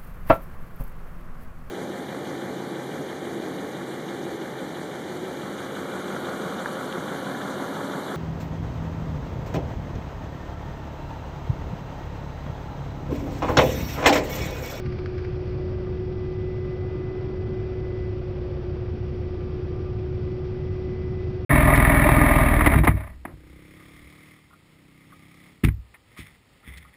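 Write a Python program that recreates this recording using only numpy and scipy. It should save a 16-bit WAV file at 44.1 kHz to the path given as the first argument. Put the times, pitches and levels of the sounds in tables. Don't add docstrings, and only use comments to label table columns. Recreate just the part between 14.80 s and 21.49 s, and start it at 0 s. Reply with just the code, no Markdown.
import sys
import numpy as np
from scipy import signal
from scipy.fft import rfft, irfft, next_fast_len
from scipy.io import wavfile
from scipy.ndimage import uniform_filter1d, minimum_filter1d

SR = 44100
rng = np.random.default_rng(int(sys.argv[2]) if len(sys.argv) > 2 else 0)


def digitize_waveform(pressure):
    field = np.atleast_2d(pressure).T
    bounded = np.clip(field, -1, 1)
    quanta = np.round(bounded * 32767).astype(np.int16)
    wavfile.write(sys.argv[1], SR, quanta)


N = 295181
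T = np.arange(N) / SR
SHAFT_HZ, BLADES = 5.187, 3


def amp(db):
    return 10 ** (np.asarray(db) / 20)


def curve(rows):
    return np.interp(T, *np.transpose(rows))


def wander(rate_hz):
    size = next_fast_len(N, True)
    hz = np.fft.rfftfreq(size, 1 / SR)
    rolloff = np.exp(-(hz / rate_hz) ** 2) * (hz > 0)
    motion = irfft(rfft(rng.standard_normal(size)) * rolloff, size)[:N]
    return motion / motion.std()


def coloured(x, spectrum):
    hz = np.fft.rfftfreq(N, 1 / SR)
    points_hz, points_db = np.transpose(spectrum)
    gain = amp(np.interp(np.log(hz + 1), np.log(points_hz), points_db, left=-200, right=-200))
    return irfft(rfft(x) * gain, N) * np.sqrt(SR / 2)


def noise(spectrum):
    return coloured(rng.standard_normal(N), spectrum)


def tone(cycles, db):
    return np.sqrt(2) * amp(db) * np.sin(2 * np.pi * (cycles + rng.random()))


def noise_band(hz, width_hz):
    angle = 2 * np.pi * np.cumsum(hz) / SR
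    return wander(width_hz) * np.cos(angle) + wander(width_hz) * np.sin(angle)


def blade_beat(clock, lag_s=0.0, sharpness=0.4):
    passing = 2 * np.pi * BLADES * SHAFT_HZ * (clock - lag_s)
    return np.cos(passing) + sharpness * np.cos(2 * passing)


def compressor_whistle(level_db=-91, image_db=-103, width_hz=65, converter_hz=24000):
    # time_s, pitch_hz
    glide = [(0, 11010), (0.8, 11055), (2.2, 10995), (3.45, 10825), (4.6, 11020), (5.4, 11060),
             (6.65, 10950)]
    hz = curve(glide)
    whistle = noise_band(hz, width_hz) * amp(level_db)
    return whistle + noise_band(converter_hz - hz, width_hz) * amp(image_db)


def edge_howl(calm_db=-60.5, calm_hz=523.7, rise_hz_per_db=3.5, width_hz=65):
    # peak_s, level_db, half_width_s
    gusts = [(0.9, -48, .2), (1.821, -52, .22), (3.102, -53, .22), (3.678, -48.5, .3)]
    swells = sum(amp(db) * np.exp(-((T - peak_s) / half_s) ** 2) for peak_s, db, half_s in gusts)
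    strength = np.hypot(amp(calm_db), swells)
    hz = calm_hz + rise_hz_per_db * (20 * np.log10(strength) - calm_db)
    return noise_band(hz, width_hz) * strength


def turbine_hiss(downwash, throb_db=0.4, flicker_db=0.4):
    # frequency_hz, density_db (power per Hz)
    spectrum = [(1400, -115), (1900, -88), (2150, -90), (2520, -89), (2830, -93.5), (3300, -93),
                (4000, -99.5), (4350, -99), (4730, -96), (5100, -100.5), (5500, -100), (5900, -106),
                (6200, -112.5), (7000, -122), (8200, -133), (11000, -125), (13000, -132), (14500, -148)]
    return noise(spectrum) * amp(throb_db * downwash + flicker_db * wander(25))


def tip_sizzle(beat, chop_db=3.0, uneven_db=0.2, grain_db=2.3):
    # frequency_hz, density_db
    spectrum = [(7000, -136), (9500, -130), (11300, -124), (13000, -131), (14000, -148)]
    return noise(spectrum) * amp(chop_db * beat + uneven_db * wander(28) + grain_db * wander(600))


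def accessory_gear(speed, clock, pitch_hz=1192.7, core_db=-3.0, flicker_db=2, skirt_db=-3.5):
    # time_s, gain_db
    fader = [(0, -55), (.35, -58), (.65, -63), (2.2, -62), (2.6, -66.5), (3.9, -64.5), (4.4, -63), (5, -59),
             (5.4, -64.5), (6.65, -66)]
    core = tone(pitch_hz * clock, core_db + flicker_db * wander(9.2))
    skirt = noise_band(pitch_hz * speed, width_hz=15) * amp(skirt_db)
    return (core + skirt) * amp(curve(fader))


def tail_rotor(clock, pitch_hz=103.3, octave_db=-12.5, flutter_db=1.0, drift_cycles=.03):
    # time_s, level_db
    drone_level = [(0, -42.5), (.6, -39), (1.4, -36.5), (2, -35.5), (2.4, -40), (3.2, -40), (4.4, -44.5),
                   (5.5, -41.5), (6.3, -39.5)]
    db = curve(drone_level)
    cycles = pitch_hz * clock + drift_cycles * wander(3.5)
    drone = tone(cycles, db + flutter_db * wander(7))
    return drone + tone(2 * cycles, db + octave_db + flutter_db * wander(6))


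def gearbox(clock, mesh_hz=368.0, whine_hz=1996.7, hum_flutter_db=0.22, whine_flutter_db=1.05,
            lesser_flutter_db=2.0, whine_drift_cycles=0.063, lesser_drift=.1):
    # time_s, level_db
    hum_level = [(0, -35.5), (.8, -34), (1.4, -32.5), (2.2, -33.5), (3, -33.5), (3.6, -35), (3.95, -36),
                 (4.55, -36.5), (5.3, -34.5), (6, -34), (6.65, -34.8)]
    # time_s, level_db
    whine_level = [(0, -68), (0.6, -67), (1.28, -61.5), (1.6, -57.5), (2.2, -56.5), (2.98, -59),
                   (3.26, -54), (3.4, -67), (4.2, -66.5), (5.1, -69.5), (5.57, -63), (5.66, -68.5),
                   (5.76, -62), (6.38, -58), (6.65, -62.5)]
    # pitch_hz, level_db
    lesser_tones = [(84.8, -46), (354.1, -51.5), (497.1, -58), (736.0, -62), (886.9, -77.5), (1104.1, -77),
                    (1473, -75), (2296.0, -76), (2374.5, -75.5), (2505.6, -76.5)]
    hum = tone(mesh_hz * clock, curve(hum_level) + hum_flutter_db * wander(30))
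    whine_cycles = whine_hz * clock + whine_drift_cycles * wander(17)
    whine = tone(whine_cycles, curve(whine_level) + whine_flutter_db * wander(22))
    lesser = 0
    for hz, db in lesser_tones:
        twist = lesser_drift * np.sqrt(hz / mesh_hz) * wander(5.5)
        lesser += tone(hz * clock + twist, db + lesser_flutter_db * wander(10))
    return hum + whine + lesser


def blade_slaps(trim_db=-1.5, wake_db=-3.0, wake_s=1.0, grain_db=2.5, crack_db=-1, crack_s=.001):
    # start_s, gain_db, rise_s
    strikes = [(0.0, 2, .003), (.054, 7.5, .0058), (.120, 7, .006), (.185, 6, .004), (.2585, 14.5, .0019),
               (.377, 8, .0058), (.445, 5.5, .004)]
    # frequency_hz, density_db
    hull_colour = [(400, -92.5), (900, -84.5), (1300, -84), (1550, -80.5), (1850, -86.5), (2350, -83),
                   (3100, -96), (3800, -97.5), (4200, -92.5), (4750, -90.5), (5600, -101), (6400, -110),
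                   (8200, -127), (11000, -123), (14000, -145)]
    bursts, cracks = 0, np.zeros(N)
    for start_s, db, rise_s in strikes:
        age = np.maximum(T - start_s, 0) / rise_s
        bursts += amp(db) * age * np.exp(1 - age)
        cracks[round((start_s + rise_s) * SR)] = amp(db + crack_db) * np.sqrt(crack_s * SR)
    wake = amp(wake_db) * np.exp(-np.minimum(T / wake_s, 2) ** 4)
    rasps = rng.standard_normal(N) * np.hypot(bursts * amp(grain_db * wander(700)), wake)
    return coloured(rasps + cracks, hull_colour) * amp(trim_db)


def hull_rush(downwash, sway_db=0.86, flicker_db=0.2, throb_db=0.5):
    # frequency_hz, density_db
    spectrum = [(200, -100), (262, -75), (300, -64.5), (345, -60.5), (390, -64.5), (470, -70), (580, -73.5),
                (635, -76.5), (760, -77.5), (950, -83), (1280, -84), (1470, -85.5), (1700, -87.5),
                (2100, -110)]
    return noise(spectrum) * amp(sway_db * wander(1.0) + flicker_db * wander(30) + throb_db * downwash)


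def buffeting(clock, trim_db=-1.0, load_share=0.31, gust_db=1.5, persistence=0.45):
    # frequency_hz, density_db
    spectrum = [(10, -71), (30, -68.5), (50, -60.5), (65, -54.5), (90, -50), (115, -53.5), (145, -52.5),
                (175, -61), (240, -62.5), (265, -73), (330, -92.5)]
    # time_s, load_db
    rotor_load = [(0, 3.5), (1.0, -1), (2.2, -0.8), (2.6, 1), (3.4, -1), (4.45, -1), (5.0, 2), (5.7, 2),
                  (6.1, 2), (6.65, 4)]
    eddies = noise(spectrum)
    weights = persistence ** np.arange(4)
    wake = sum(weight * np.interp(clock - turn / SHAFT_HZ, clock, eddies, period=clock[-1])
               for turn, weight in enumerate(weights))
    gain_db = trim_db + load_share * curve(rotor_load) + gust_db * wander(4.9)
    return wake / np.linalg.norm(weights) * amp(gain_db)


def main_rotor(clock, deep_hz=(55, 70), throb_hz=(70, 100), unsteady_db=.5, drift_cycles=0.027,
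               trim_db=0.14):
    # shaft_multiple, base_level_db
    partials = [(3, -47.5), (5, -60), (6, -46.5), (8, -51.5), (9, -44.5), (11, -53), (12, -42.5), (14, -55),
                (15, -41.5), (16, -46.5), (17, -45.5), (18, -42.5), (21, -50), (22, -54.5), (23, -53),
                (24, -45), (27, -50), (28, -54), (30, -55), (36, -56), (45, -59.5), (48, -60.5)]
    # time_s, gain_db
    deep_fader = [(0, -4), (.4, 3), (1.4, 5), (1.9, 2.5), (2.4, -8), (3.35, 3.5), (4, -2.5), (5.3, -1.5),
                  (6.1, -7.5), (6.65, -4)]
    # time_s, gain_db
    throb_fader = [(0, -3), (.8, -1), (1.3, -4.5), (2.2, -4), (2.6, -2), (3.3, -3), (4.4, 4), (5.1, 0.5),
                   (6.65, 2.5)]
    deep_db, throb_db = curve(deep_fader), curve(throb_fader)
    start_phase = rng.random()
    waves = 0
    for order, db in partials:
        hz = order * SHAFT_HZ
        locked_phase = start_phase + (order / BLADES / 2) ** 2
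        phase = locked_phase if order % BLADES == 0 else rng.random()
        swell_db = deep_db * (deep_hz[0] < hz < deep_hz[1]) + throb_db * (throb_hz[0] < hz < throb_hz[1])
        level = amp(db + swell_db + unsteady_db * wander(1.6))
        cycles = hz * clock + phase + drift_cycles * wander(3.6)
        waves += np.sqrt(2) * level * np.sin(2 * np.pi * cycles)
    return waves * amp(trim_db)


def scene():
    # time_s, share_of_nominal_speed
    rotor_speed = [(0.0, 0.9927), (0.33, 0.9933), (0.83, 0.9982), (2.91, 1.006), (3.62, 0.9914),
                   (4.05, 0.9864), (5.04, 0.9961), (6.04, 1.0032), (6.65, 1.0013)]
    speed = curve(rotor_speed)
    clock = np.cumsum(speed) / SR
    beat = blade_beat(clock)
    downwash = blade_beat(clock, lag_s=.0395)
    drive = main_rotor(clock) + tail_rotor(clock) + gearbox(clock)
    drive += accessory_gear(speed, clock) + compressor_whistle()
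    air = buffeting(clock) + hull_rush(downwash) + edge_howl()
    air += turbine_hiss(downwash) + tip_sizzle(beat) + blade_slaps()
    return (drive + air)[None]


def record(dry, input_db=0.17, threshold_db=-20.5, slope=0.8, stop_s=6.65, fade_s=.002, cutoff_hz=15000):
    x = dry * amp(input_db)
    gain = np.minimum(1, amp(threshold_db) / (abs(x[0]) + 1e-9)) ** slope
    held = minimum_filter1d(gain, size=400)
    smoothed = uniform_filter1d(uniform_filter1d(held, size=200), size=200)
    gate = np.clip((stop_s - T) / fade_s, 0, 1)
    lowpass = signal.firwin(511, cutoff_hz, window=("kaiser", 9), fs=SR)
    return signal.oaconvolve(x * smoothed * gate, lowpass[None], "same")


dry = scene()
out = record(dry)
digitize_waveform(out)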